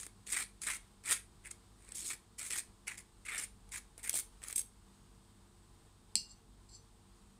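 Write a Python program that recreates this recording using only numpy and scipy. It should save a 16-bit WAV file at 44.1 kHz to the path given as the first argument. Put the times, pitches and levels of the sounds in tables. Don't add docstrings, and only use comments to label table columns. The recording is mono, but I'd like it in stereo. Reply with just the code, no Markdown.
import sys
import numpy as np
from scipy import signal
from scipy.fft import rfft, irfft, next_fast_len
from scipy.io import wavfile

SR = 44100
rng = np.random.default_rng(int(sys.argv[2]) if len(sys.argv) > 2 else 0)


def put_to_file(sound):
    columns = np.atleast_2d(sound).T
    safe = np.clip(columns, -1, 1)
    whole_steps = np.round(safe * 32767)
    wavfile.write(sys.argv[1], SR, whole_steps.astype(np.int16))


def field_ratio(decibels):
    return 10 ** (np.asarray(decibels, dtype=float) / 20)


N = 325899
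SIZE = next_fast_len(N + SR)
BINS_HZ = np.maximum(np.arange(SIZE // 2 + 1) * SR / SIZE, 1)
CONTROL_STEP = 40

# (frequency [Hz], level [dB per Hz])
RUMBLE_COLOUR = [(15, -27), (30, -0.5), (50, 3), (75, -7), (100, -5.5), (160, -12), (200, -6.5),
                 (320, -17.5), (450, -13), (520, -25.5), (750, -20), (1500, -46)]
# (frequency [Hz], likeness [0 to 1])
RUMBLE_ALIKE = [(60, 1), (130, 1), (290, 0.48), (640, 0.01)]
# (frequency [Hz], left level [dB], right level [dB])
HISS_COLOUR = [(496, 2, 8.5), (1033, 12, 13), (1460, 4.5, 6), (2340, -1.5, 0), (3350, 2, 2), (4820, 1, 2),
               (6030, -3.5, -3), (6700, -1.5, 0), (7300, -4, -0.5), (8100, 2, 6.5), (9470, 3.5, 1.5),
               (9800, -5.5, -7), (12500, -11, -10.5), (15640, -12, -16)]
# (frequency [Hz], level [dB])
FRIDGE_TONES = [(48.5, -70), (97.5, -72), (146, -80), (196, -76), (245, -79), (294, -83), (343.5, -80),
                (451, -82), (834, -87), (3700, -93), (6670, -94), (7354, -93), (7946, -89)]

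# (time [s], peak level [dB])
PLATE_BLOWS = [
    (6.1552, 19.5),
]
# (time [s], level [dB])
GLAZE_SLIDES = [
    [(6.24, -58), (6.28, -59), (6.312, -47), (6.37, -90)],
    [(6.68, -87), (6.692, -48.5), (6.698, -57), (6.76, -45.5), (6.82, -91)],
]
# (frequency [Hz], level [dB])
SLIDE_COLOUR = [(2500, -6), (4500, -1), (5600, -7), (6030, 4), (6500, -4), (7500, 4), (8300, -6),
                (10500, -8)]
# (frequency [Hz], left level [dB], right level [dB])
CONTACT_COLOUR = [(1500, -48, -48), (2500, -20, -23), (3300, -20, -23), (3850, -30, -31), (4150, -5, -2),
                  (5050, -4, 0), (5800, -16, -15), (7000, -28, -28), (7300, -4, -5), (8900, -17, -16),
                  (9800, -29, -29), (10500, -16, -18), (11300, -31, -33), (15600, -30, -32)]
# (frequency [Hz], level [dB], time to fall 60 dB [s])
PLATE_TONES = [(190, -70, .12), (240, -69, .14), (750, -66, .02), (2798, -76, .3), (2812, -70, .4),
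               (4420, -45, .1), (4506, -59, .15), (6029, -53, .13), (7418, -61, .12), (7849, -63, .15),
               (8226, -61, .15), (8960, -64, .12), (10490, -65, .11), (12960, -72, .06)]

# (time [s], peak level [dB])
PALM_KNOCKS = [
    (0.335, -41),
    (0.69, -42),
    (2.42, -38),
    (2.875, -56),
    (3.983, -39),
    (4.097, -48),
    (4.140, -22.5),
    (4.158, -28.5),
]
# (frequency [Hz], level [dB], time to fall 60 dB [s])
PALM_TONES = [(330, -26, .03), (670, -17, .02), (950, -22, .015)]

# (time [s], length [s],
# crackle at the bite [dB], crackle at the lift [dB], slice body against crackle [dB])
BLADE_DRAGS = [(0.0, 0.062, -32.5, -51, -14), (0.267, 0.059, -47.5, -30.5, -13.5),
               (0.33, 0.097, -28.5, -31.5, -9), (0.618, 0.073, -35.5, -41.5, -13),
               (0.666, 0.096, -30, -39, -7), (1.038, 0.091, -44, -20.5, -10),
               (1.104, 0.072, -23.5, -42, -9.5), (1.438, 0.031, -59, -39.5, -4.5),
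               (1.512, 0.0071, -31.5, -54, -12.5), (1.784, 0.23, -61.5, -46.5, -10.5),
               (1.949, 0.15, -38, -34.5, -24), (2.076, 0.057, -38, -32, -11),
               (2.385, 0.1, -37.5, -37.5, -13.5), (2.501, 0.093, -33, -31, -13),
               (2.874, 0.079, -36, -53.5, -3), (2.978, 0.032, -37.5, -52.5, -10),
               (3.254, .12, -42.5, -41, -2.5), (3.379, 0.067, -31, -41, -11),
               (3.721, 0.058, -36, -37.5, -10), (3.981, 0.055, -50.5, -63, -8),
               (4.029, 0.082, -41.5, -38.5, -9.5), (4.136, 0.064, -29, -32.5, -21.5),
               (4.426, 0.1, -50.5, -44, -8), (4.559, 0.055, -33, -40.5, -29)]
# (time [s], peak level [dB], slice body against crack [dB])
BIG_CRACKS = [(0.032, -23, -3), (0.0653, -20, -4), (0.2740, -24.5, -22), (0.318, -23, -27),
              (0.3217, -14, -25), (0.4042, -19, -17), (0.4114, -24, -16), (0.618, -18, -14),
              (0.627, -24, -19), (0.6758, -16, -22), (0.7016, -17, 6), (0.7476, -19.5, -16),
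              (1.0592, -19, -13), (1.0942, -14, -14), (1.110, -9, -20), (1.123, -18, -13),
              (1.5138, -20.5, -8.5), (1.8898, -28, -23), (1.9202, -20.5, -12.5), (1.956, -18.5, -20),
              (1.982, -18, -27), (2.112, -23, -8), (2.132, -19.5, -4), (2.5067, -12.5, -8),
              (2.5766, -14.5, -15), (2.88, -14.5, 1.5), (2.975, -33, -16), (3.398, -21, -17),
              (3.6912, -36, -13), (3.721, -36, -24)]
# (time [s], peak level [dB], slice body [dB])
HARD_RIM_CRACKS = [(3.979, -25.5, -15), (4.042, -36, -7.5), (4.074, -27, 1), (4.0950, -4.5, -22),
                   (4.1299, -16, -17), (4.142, -12, -24), (4.1556, -12.5, -11), (4.1655, -15.5, -8),
                   (4.1888, -12, -11), (4.1974, -26, -2), (4.4186, -33.5, 3), (4.4295, -31, 2),
                   (4.4377, -20.5, -12), (4.4467, -34, 8.5), (4.4786, -28, -8), (4.484, -18.5, -19),
                   (4.4997, -26, 4), (4.5086, -21.5, -21), (4.527, -17, -12), (4.5591, -13.5, -26),
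                   (4.5616, -16, -38), (4.5796, -12, -39), (4.5926, -16, -11), (4.6005, -23, -13),
                   (4.6145, -24, -26)]
# (frequency [Hz], left level [dB], right level [dB])
TOAST_COLOUR = [(600, -20, -24), (1300, -7, -5), (2200, 1, 2), (2900, -3, -6), (4400, -3, -1),
                (6000, -5, -5), (6500, -3, 0), (7900, -2, 0), (8400, 3, 6), (10200, 3, -3),
                (10900, -8, -13), (12100, -12, -16), (12900, -7, -12), (14200, -15, -20)]
# (frequency [Hz], level [dB], time to fall 60 dB [s])
BLADE_TONES = [(6500, -30, .015), (7300, -30, .012), (8300, -21, .02), (9100, -34, .015),
               (10200, -26, .025), (13000, -28, .013)]


def rms_one(x):
    return x / np.sqrt(np.mean(x ** 2) + 1e-20)


def at_hz(points, hz=BINS_HZ):
    table = np.array(points, float)
    return np.array([np.interp(np.log(hz), np.log(table[:, 0]), c) for c in table[:, 1:].T])


def in_time(spans):
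    t = np.arange(N) / SR
    out = np.zeros((len(spans[0][0]) - 1, N))
    out[0] = -200
    for rows in spans:
        s, *columns = np.transpose(rows)
        inside = (t >= s[0]) & (t <= s[-1])
        out[:, inside] = [np.interp(t[inside], s, c) for c in columns]
    return out


def from_slow(curve):
    return np.interp(np.arange(N) / CONTROL_STEP, np.arange(len(curve)), curve)


def drift(rate):
    r = np.exp(-2 * np.pi * rate * CONTROL_STEP / SR)
    noise = rng.standard_normal(N // CONTROL_STEP + 2002)
    slow = signal.lfilter([1], [1, -2 * r, r * r], noise)[2000:]
    return from_slow(rms_one(slow))


def ring(clicks, tones):
    out = 0
    for k, (hz, db, t60) in enumerate(tones):
        r = field_ratio(-60 / (t60 * SR))
        w = 2 * np.pi * hz / SR
        tone = signal.lfilter([0, field_ratio(db) * np.sin(w)], [1, -2 * r * np.cos(w), r * r], clicks + 1e-18)
        out = out + (-1) ** k * tone
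    return out


def causal(db):
    cepstrum = irfft(db * np.log(10) / 20, SIZE)
    cepstrum[..., 1:SIZE // 2] *= 2
    cepstrum[..., SIZE // 2 + 1:] = 0
    return np.exp(rfft(cepstrum))


def late(lead_s):
    return np.exp(-2j * np.pi * BINS_HZ * np.array([[0], [lead_s]]))


def grains(per_s, spread_db):
    sizes = field_ratio(spread_db * np.minimum(rng.exponential(1, N), 4)) * rng.choice([-1, 1], N)
    return rms_one(sizes * (rng.random(N) < per_s / SR))


def crumble(clicks, dealt, t60, own, count=8):
    t = np.arange(400) / SR
    shapes = rng.standard_normal((count, 3, len(t))) * field_ratio(-60 * t / t60)
    own = np.clip(own, 0, 1)
    out = 0
    for k, (common, *each) in enumerate(shapes):
        burst = np.sqrt(1 - own) * common + np.sqrt(own) * np.array(each)
        burst = burst / np.sqrt(np.mean(np.sum(burst ** 2, axis=1)))
        chosen = clicks * (dealt % count == k)
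        out = out + signal.oaconvolve(chosen[None], burst, axes=1)[:, :N]
    return out


def rumble():
    mid, side = rfft(rng.standard_normal((2, SIZE)))
    alike = np.clip(at_hz(RUMBLE_ALIKE), 0, 1)
    both = np.sqrt(1 + alike) * mid + np.sqrt(1 - alike) * side * [[1], [-1]]
    noise = irfft(both * field_ratio(at_hz(RUMBLE_COLOUR)), SIZE)[:, :N]
    return field_ratio(-65 + 1.0 * drift(9.6)) * rms_one(noise)


def hiss():
    noise = rfft(rng.standard_normal((2, SIZE))) * field_ratio(at_hz(HISS_COLOUR))
    noise = noise * BINS_HZ ** 2 / (BINS_HZ ** 2 + 500 ** 2)
    return field_ratio(-67 + .7 * drift(4.3)) * rms_one(irfft(noise, SIZE)[:, :N])


def refrigerator():
    t = np.arange(N) / SR
    out = np.zeros((2, N))
    for hz, db in FRIDGE_TONES:
        waver = (1.05 + hz / 500) * drift(2.39)
        offset = rng.uniform(0, 7.84, (2, 1)) * min(hz / 600, 1)
        phase = 2 * np.pi * hz * t + waver + offset
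        out += np.sqrt(2) * field_ratio(db + 2.5 * drift(2.5)) * np.sin(phase)
    return out


def kitchen_echo(x):
    t60_s, echo_db, dull_hz = .23, -9.0, 12000
    t = np.arange(SR // 2) / SR
    first_walls = np.clip((t - .002) / .005, 0, 1)
    tail = rng.standard_normal((2, len(t))) * field_ratio(-60 * t / t60_s) * first_walls
    tail = tail / np.sqrt(np.mean(np.sum(tail ** 2, axis=1)))
    wet = rfft(x, SIZE) * rfft(tail, SIZE) / (1 + 1j * BINS_HZ / dull_hz)
    return field_ratio(echo_db) * irfft(wet, SIZE)[:, :N]


def plate():
    blow = np.zeros(N)
    for s, peak_db in PLATE_BLOWS:
        blow[round(s * SR)] = field_ratio(peak_db)
    friction = grains(6000, spread_db=2) * field_ratio(2 * drift(40))
    rubbing = field_ratio(in_time(GLAZE_SLIDES)[0] + 9) * friction
    slide = crumble(rubbing, rng.integers(0, 8, N), t60=.001, own=.4)
    touch = blow + irfft(rfft(slide, SIZE) * field_ratio(at_hz(SLIDE_COLOUR)), SIZE)[:, :N]
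    hollow = causal(-12.0 * np.exp(-(np.log(BINS_HZ / 1250) / 0.25) ** 2))
    contact = rfft(touch, SIZE) * causal(at_hz(CONTACT_COLOUR))
    ringing = rfft(ring(touch, PLATE_TONES), SIZE) * hollow
    return irfft((contact + ringing) * late(0.0001), SIZE)[:, :N]


def palm_knocks():
    taps = np.zeros(N)
    for s, peak_db in PALM_KNOCKS:
        taps[round(s * SR)] = field_ratio(peak_db)
    soft = signal.lfilter([.12], [1, -.88], taps)
    return ring(soft, PALM_TONES) * field_ratio(np.array([[1.5], [-1.5]]))


def drags():
    bite_db_per_s, lift_db_per_s = 3500, 1100
    s, length, bite_db, lift_db, body_db = np.transpose(BLADE_DRAGS)[..., None]
    since = np.arange(0, N + CONTROL_STEP, CONTROL_STEP) / SR - s
    along = np.clip(since / length, 0, 1)
    level = bite_db + (lift_db - bite_db) * along
    level = level + bite_db_per_s * np.minimum(since, 0) - lift_db_per_s * np.maximum(since - length, 0)
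    lead = np.argmax(level, axis=0), np.arange(since.shape[1])
    crust_db = np.maximum(level[lead], -200)
    slice_db = (body_db + 4 * (np.sin(np.pi * along) - .5))[lead]
    finest_db = -22 + 5.5 * along[lead] + 8 * (since[0] > 3.9)
    push_db = -59 + 35 + (0.2 - 1) * (np.maximum(crust_db, -60) + 35)
    pan_db = 6 - 34 * (along * length)[lead]
    return [from_slow(c) for c in (crust_db, slice_db, finest_db, push_db, pan_db)]


def crack_clicks(crust_db, body_db):
    per_s, small_db, spread_db = 140, 4, 2
    sizes = field_ratio(spread_db * np.minimum(rng.standard_normal(N), 1))
    small = (rng.random(N) < per_s / SR) * sizes
    cracks = small * field_ratio(crust_db + small_db + 12)
    crack_body = cracks * field_ratio(body_db + 3.0)
    s, peak_db, crack_body_db = np.transpose(BIG_CRACKS + HARD_RIM_CRACKS)
    at = np.round(s * SR).astype(int)
    cracks[at] = field_ratio(peak_db + 5.0)
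    crack_body[at] = field_ratio(peak_db + crack_body_db + 10.5)
    return cracks, crack_body


def blade(snaps):
    free_db = np.where(np.arange(N) / SR > 4.55, 13, 0)
    return ring(snaps * field_ratio(free_db), BLADE_TONES)


def toast():
    crust_db, body_db, finest_db, push_db, pan_db = drags()
    patch = np.repeat(rng.integers(0, 8, N // 1000 + 1), 1000)[:N]
    dealt = np.where(rng.random(N) < .8, patch, rng.integers(0, 8, N))
    clumps = field_ratio(4 * np.minimum(drift(70), 1.2))
    uneven_db = 2.5 * np.minimum(drift(45), .8)
    stroke = field_ratio(crust_db - 2.0 + uneven_db) * grains(4500 * clumps, spread_db=4.3)
    cracks, crack_body = crack_clicks(crust_db, body_db)

    snaps = crumble(cracks, dealt, t60=.011, own=.4)
    crust = crumble(stroke, dealt, t60=.004, own=.4) + snaps
    body = crumble(stroke * field_ratio(body_db + 10.5), dealt, t60=.012, own=.35)
    body = body + crumble(crack_body, dealt, t60=.022, own=.2)

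    below_crust = 1 / (1 + (BINS_HZ / 3100) ** 8) / (1 + (600 / BINS_HZ) ** 4)
    below_top = 1 / (1 + (BINS_HZ / 11000) ** 16)
    free_body = rfft(body * field_ratio(3 + .8 * (body_db - 5)), SIZE)
    sound = rfft(body, SIZE) * np.sqrt(below_crust)
    sound = sound + free_body * np.exp(-((BINS_HZ - 2250) / 300) ** 2)
    sound += rfft(crust, SIZE) * np.sqrt((1 - below_crust) * below_top)
    sound += rfft(crust * field_ratio(finest_db + 15.5), SIZE) * np.sqrt(1 - below_top)
    sound = sound * causal(at_hz(TOAST_COLOUR)) + rfft(blade(snaps), SIZE) * field_ratio(-9)
    sound = sound * late(0.00013)

    hand_band = signal.butter(2, [220, 800], "band", fs=SR, output="sos")
    push = signal.sosfilt(hand_band, crust * field_ratio(push_db + 2.5))
    side = field_ratio((pan_db - 2) * np.array([[.5], [-.5]]))
    return (irfft(sound, SIZE)[:, :N] + push) * side


def scene():
    quiet = rumble() + hiss() + refrigerator()
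    table = plate()
    held = toast() + palm_knocks()
    return quiet + kitchen_echo(field_ratio(-2.0) * held + table) + table + held


def roll_off(x):
    return signal.sosfilt(signal.butter(12, 16670, fs=SR, output="sos"), x)


def record(dry):
    steep = signal.cheby2(12, 60, 16400, fs=SR, output="sos")
    return roll_off(signal.sosfilt(steep, dry))


dry = scene()
out = record(dry)
put_to_file(out)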